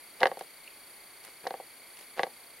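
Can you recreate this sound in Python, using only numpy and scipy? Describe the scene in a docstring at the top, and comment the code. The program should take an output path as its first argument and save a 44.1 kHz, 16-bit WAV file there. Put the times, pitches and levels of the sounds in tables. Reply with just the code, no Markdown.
"""Three thick pages turned by hand

Close to the microphone in a quiet room, sheets slide and buckle in runs of snaps.
A snap crosses the sheet as a bending wave, treble first, and rings its resonances briefly.
Shaped noise makes the sliding, edge ticks, crackle and puffs of air; echoes follow the snaps.
Under it lie room hiss, thin sine whistles and a faint, pulsing electrical whine."""
import sys
import numpy as np
from scipy import signal
from scipy.fft import rfft, irfft
from scipy.io import wavfile
from scipy.ndimage import uniform_filter1d

SR = 44100
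rng = np.random.default_rng(int(sys.argv[2]) if len(sys.argv) > 2 else 0)


def digitize_waveform(pressure):
    """Quantize a signal to 16-bit integers and store it at the path in sys.argv[1].

    Rows of a 2-D input are taken as channels; values are limited to [-1, 1].
    """
    field = np.atleast_2d(pressure).T
    bounded = np.clip(field, -1, 1)
    quanta = np.round(bounded * 32767).astype(np.int16)
    wavfile.write(sys.argv[1], SR, quanta)


N = 114660
T = np.arange(N) / SR   # seconds
HZ = np.maximum(np.fft.rfftfreq(N, 1 / SR), 1)

# The sheet buckles. Each row: start in seconds, then drive in dB at the thump, clap and crack pitches.
SNAPS = [(0.2054, -55, -53, -35.5), (.2100, -22.5, -62, -55), (.2158, -21, -23, -43),
         (.2200, -15.5, -27, -49), (0.2316, -8.5, -4, -26), (.2390, -22.5, -25, -35),
         (.2560, -10, -6.5, -31.5), (0.2691, -18.5, -19.5, -29.5), (0.3152, -22, -30, -49),
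         (0.3711, -28, -49, -53), (0.4097, -25.5, -34, -45.5), (1.4528, -29.5, -57, -71),
         (1.4671, -19, -23.5, -86), (1.4712, -28, -65, -33.5), (1.5069, -23.5, -34, -45.5),
         (1.5400, -24, -32, -57), (1.5994, -30, -54.5, -63), (2.1800, -26, -68, -47),
         (2.1940, -14.5, -13, -40), (2.2065, -25.5, -45, -60), (2.2239, -36, -55, -72),
         (2.2329, -15.5, -16.5, -30), (2.2667, -28, -40, -59)]
CLAP_HZ, CRACK_HZ = 1998, 4390
# Stereo width of the hiss and sliding paper. Each row: frequency in Hz, side minus mid in dB.
HISS_WIDTH = [(60, -10), (300, -16.5), (1300, -11), (2400, -11.5), (4400, -5.5), (8000, -4), (15000, 1.5)]
# Stereo width of the echoes, crackle and puffs. Each row: frequency in Hz, side minus mid in dB.
ECHO_WIDTH = [(60, 27), (250, -29), (700, -19), (1400, -7), (2500, -6.5), (5000, 0), (12000, 9)]
SLIDE_GRAIN_DB = 6   # rms unevenness of sliding paper


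def amp(db):
    """Decibels to gain."""
    return 10 ** (np.asarray(db) / 20)


def unit(x):
    """Scale to rms 1."""
    return x / np.sqrt(np.mean(x ** 2) + 1e-20)


def colour(points, f=HZ):
    """Gain at every frequency, drawn through (Hz, dB) points on a log frequency axis."""
    hz, db = np.transpose(points)
    return amp(np.interp(np.log(f), np.log(hz), db))


def tilted(points, db_per_octave):
    """A colour tilted about 1 kHz."""
    return colour(points) * amp(db_per_octave * np.log2(HZ / 1000))


def resonance(hz, width, f=HZ):
    """Complex response of one resonance, 1 on top."""
    return 1 / (1 + 1j * (f ** 2 - hz ** 2) / (f * width))


def noise(gain, side_points):
    """Stereo noise of rms 1 with a given spectrum, built from independent mid and side."""
    mid, side = rfft(rng.standard_normal((2, N)))
    width = colour(side_points)
    left_right = mid + side * width * np.array([[1], [-1]])
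    return unit(irfft(gain * left_right / np.sqrt(1 + width ** 2), N))


def tone(hz):
    """A sine of rms 1, a quarter cycle apart in the two channels."""
    return np.sqrt(2) * np.sin(2 * np.pi * (hz * T + rng.random()) + np.array([[0], [np.pi / 2]]))


def swell(middle, half):
    """A smooth bell-shaped rise and fall."""
    return np.exp(-.5 * ((T - middle) / half) ** 2)


def decay(start, t60):
    """A sudden start that dies away by 60 dB in t60 seconds."""
    return (T >= start) * np.exp(-np.log(1000) * np.maximum(T - start, 0) / t60)


def flutter(db, size):
    """A gain of rms 1 that wavers over about `size` samples."""
    return unit(amp(db * unit(uniform_filter1d(rng.standard_normal(N), size=size))))


def hiss():
    """Steady background hiss: stereo noise with an uneven spectrum."""
    # Spectrum of the hiss. Each row: frequency in Hz, relative density in dB.
    spectrum = [(25, -16), (70, -17.5), (180, -13), (320, -6.5), (800, -6.5), (1400, -8), (1850, -7.5),
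                (2200, 0), (2600, -10.5), (3000, -12.5), (3300, -8), (3700, -12.5), (4500, -10),
                (5200, -17), (8500, -16.5), (9000, -10), (10000, -6), (11000, -15.5), (11900, -7.5),
                (12400, -21.5), (13300, -8.5), (14000, -16)]
    return amp(-53) * noise(colour(spectrum), HISS_WIDTH)


def whine():
    """A rough electrical whine that pulses evenly and glides up in every pulse."""
    # Levels of the first three harmonics, in dB.
    harmonics_db = [-62.5, -64, -72]
    pulse_hz, pulse_at_s, sharpness = 30.02, .0075, 1.0
    middle_hz, sweep_hz, jitter_hz = 4515, 300, 100   # the jitter is rms
    cycle = (pulse_hz * (T - pulse_at_s) + .5) % 1 - .5   # 0 where a pulse is loudest
    pulse = unit(np.exp(sharpness * np.cos(2 * np.pi * cycle)))
    jitter = unit(uniform_filter1d(rng.standard_normal(N), size=30))
    pitch = middle_hz + sweep_hz * cycle + jitter_hz * jitter
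    phase = 2 * np.pi * np.cumsum(pitch) / SR
    phase = phase + np.array([[0], [np.pi / 4]])   # the channels differ in phase
    harmonics = sum(amp(db) * np.sin(k * phase) for k, db in enumerate(harmonics_db, 1))
    return pulse * np.sqrt(2) * harmonics


def whistles():
    """Thin electrical whistles, all sines; some come and go with a band of noise, the fizz."""
    # Steady whistles. Each row: pitch in Hz, level in dB.
    steady_tones = [(9778, -61.5), (11714, -62)]
    # Whistles that come and go. Each row: pitch in Hz, level in dB while on.
    passing_tones = [(10011, -66), (10537, -66), (11064, -65)]
    # When they sound. Each row: from and to in seconds.
    spans = [(0, .11), (.87, .99), (1.87, 2.13)]
    # The fizz, one row: middle in Hz, resonance width in Hz, level in dB while on.
    hz, width, db = (10600, 1300, -63)
    fizz = amp(db) * noise(resonance(hz, width) ** 2, HISS_WIDTH)
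    gate = sum(1.0 * ((T >= a) & (T < b)) for a, b in spans)
    gate = uniform_filter1d(gate, size=300)   # softens the switching
    passing = sum(amp(db) * tone(hz) * flutter(2, size=300) for hz, db in passing_tones)
    steady = sum(amp(db) * tone(hz) for hz, db in steady_tones)
    return steady + gate * (passing + fizz)


def echoes(x):
    """A quick cluster of reflections from the book and table, and a faint room tail, as decaying noise."""
    # Colour of the reflected sound. Each row: frequency in Hz, gain in dB.
    reflected = [(100, -13), (450, 7), (2000, -2.5), (5000, -10.5)]
    near_db, near_delay_s, near_t60_s = -9, .004, .055
    room_db, room_delay_s, room_t60_s = -23.5, .008, .27
    near = amp(near_db) * unit(decay(near_delay_s, near_t60_s)) * noise(1, ECHO_WIDTH)
    room = amp(room_db) * unit(decay(room_delay_s, room_t60_s)) * noise(1, ECHO_WIDTH)
    response = (near + room) / np.sqrt(N)
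    coloured = irfft(rfft(x) * colour(reflected), N)
    return signal.fftconvolve(coloured[None], response, axes=1)[:, :N]


def puffs():
    """Air pushed by the page: low-pitched noise that swells and fades."""
    # Each row: middle in seconds, half length in seconds, level in dB.
    gusts = [(0.265, 0.037, -59), (1.434, 0.01, -72), (2.178, 0.015, -80)]
    # Colour of the air noise. Each row: frequency in Hz, relative level in dB.
    air = [(20, -23), (45, 0), (90, -11), (190, 9), (350, -10), (1000, -61.5)]
    return sum(amp(db) * swell(s, half) for s, half, db in gusts) * noise(colour(air), ECHO_WIDTH)


def swish():
    """The turned sheet glides over its neighbour: a soft, narrow, uneven hush of noise."""
    # One row: middle in seconds, half length in seconds, pitch in Hz, resonance width in Hz, level in dB.
    s, half, hz, width, db = (.675, .03, 2550, 700, -58)
    grain = flutter(SLIDE_GRAIN_DB, size=300)
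    return amp(db) * swell(s, half) * grain * noise(resonance(hz, width) ** 2, HISS_WIDTH)


def slides():
    """Sheet slides on sheet: swells of noise with a fine, uneven grain."""
    # Each row: middle in seconds, half length in seconds, level in dB, tilt in dB per octave.
    strokes = [(0.214, .012, -40.5, -0.5), (.410, 0.025, -56, 1), (1.277, 0.022, -53.5, 0.5),
               (1.453, 0.011, -45, -3), (2.01, 0.036, -56.5, 2.5), (2.174, 0.0042, -44.5, -3.5),
               (2.196, 0.016, -44.5, -1)]
    # Colour before the tilt. Each row: frequency in Hz, relative level in dB.
    rub = [(150, -24), (500, 12), (1300, 4.5), (2500, 5), (4200, -1.5), (7000, -10), (15000, -18)]
    grain = flutter(SLIDE_GRAIN_DB, size=90)
    return sum(amp(db) * swell(s, half) * grain * noise(tilted(rub, tilt), HISS_WIDTH)
               for s, half, db, tilt in strokes)


def ticks():
    """The paper's edge catches on the finger: noise that starts at once and dies away."""
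    # Each row: start in seconds, level in dB, tilt in dB per octave.
    catches = [(.3915, -40, 3), (0.422, -47, 3), (1.239, -47, 0), (1.2489, -39.5, 1.5), (1.989, -45, -1),
               (2.010, -44, -2)]
    # Colour before the tilt. Each row: frequency in Hz, relative level in dB.
    edge = [(80, -25), (300, -10), (700, -2), (4000, -3), (7500, -7), (11500, -1), (15000, -14)]
    t60_s = .029
    return sum(amp(db) * decay(s, t60_s) * noise(tilted(edge, tilt), HISS_WIDTH)
               for s, db, tilt in catches)


def crackle():
    """Fibres give way for a moment after each snap: noise that decays from the snap's crack level."""
    # Colour of the creasing fibres. Each row: frequency in Hz, relative level in dB.
    fibres = [(500, -8.5), (1500, 5.5), (2900, 2), (4300, 4.5), (5000, -5), (6200, -6), (7000, -21),
              (10500, -3.5), (15000, -38)]
    t60_s = .026
    power = sum((amp(crack_db) * decay(s, t60_s)) ** 2 for s, _, _, crack_db in SNAPS)
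    return np.sqrt(power) * noise(colour(fibres), ECHO_WIDTH)


def bending_wave(f, size):
    """Travel across the sheet: low notes are slower and arrive last; both extremes radiate weakly."""
    travel_s, slowest_hz = .00241, 278.6   # travel time at 1 kHz; below this pitch it slows no further
    low_hz, top_hz = 260, 5230             # the sheet radiates little outside these
    travel = travel_s / np.sqrt(np.maximum(f, slowest_hz) / 1000)
    lag = np.maximum(travel - np.interp(CRACK_HZ, f, travel), 0)
    delay = np.exp(-2j * np.pi * np.cumsum(lag) * SR / size)   # phase is the running sum of the lag
    return delay / np.sqrt((1 + (low_hz / f) ** 6) * (1 + (f / top_hz) ** 8))


def snaps(size=4096):
    """Each snap sends a bending wave through the sheet's resonances, a little different every time."""
    # Resonances of the sheet. Each row: average pitch in Hz, width in Hz, average level in dB.
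    modes = [(192, 89, -7), (269, 13, -12.5), (505, 83, 2), (710, 163, 1), (787, 122, 0.5), (1110, 67, -6),
             (1651, 244, -4), (1920, 124, -2.5), (2943, 360, -4.5), (3890, 900, -2.5)]
    thump_hz = 830
    shape_spread, strike_spread_db = .02, 1.2   # the curl of the sheet shifts pitches (fraction) and levels
    f = np.maximum(np.fft.rfftfreq(size, 1 / SR), 1)
    wave = bending_wave(f, size)
    out, lead = np.zeros(N + size), size // 16   # the lead leaves room for sound ahead of the start
    for s, thump_db, clap_db, crack_db in SNAPS:
        ring = 0
        for hz, width, db in modes:
            level, shift = rng.standard_normal(2)
            mode = resonance(hz * (1 + shape_spread * shift), width, f)
            ring = ring + amp(db + strike_spread_db * level) * mode
        sheet = wave * ring
        body = irfft(sheet * (f < CLAP_HZ))
        sheet = sheet / np.abs(signal.hilbert(body)).max()   # equal peak below the clap pitch
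        blow = colour([(thump_hz, thump_db), (CLAP_HZ, clap_db), (CRACK_HZ, crack_db)], f)
        start = int(s * SR) - lead
        out[start:start + size] += np.roll(irfft(sheet * blow), lead)
    return out[:N]


def scene():
    """The pages in the room, over hiss, whine and whistles."""
    background = hiss() + whine() + whistles()
    page = snaps()
    paper = puffs() + swish() + slides() + ticks() + crackle()
    return background + echoes(page) + paper + page


def record(dry):
    """A steep low-pass cuts the top above 15.8 kHz."""
    steep = signal.ellip(12, .1, 70, 15800, fs=SR, output="sos")   # 0.1 dB ripple, 70 dB stopband
    return signal.sosfilt(steep, dry)


dry = scene()
out = record(dry)
digitize_waveform(out)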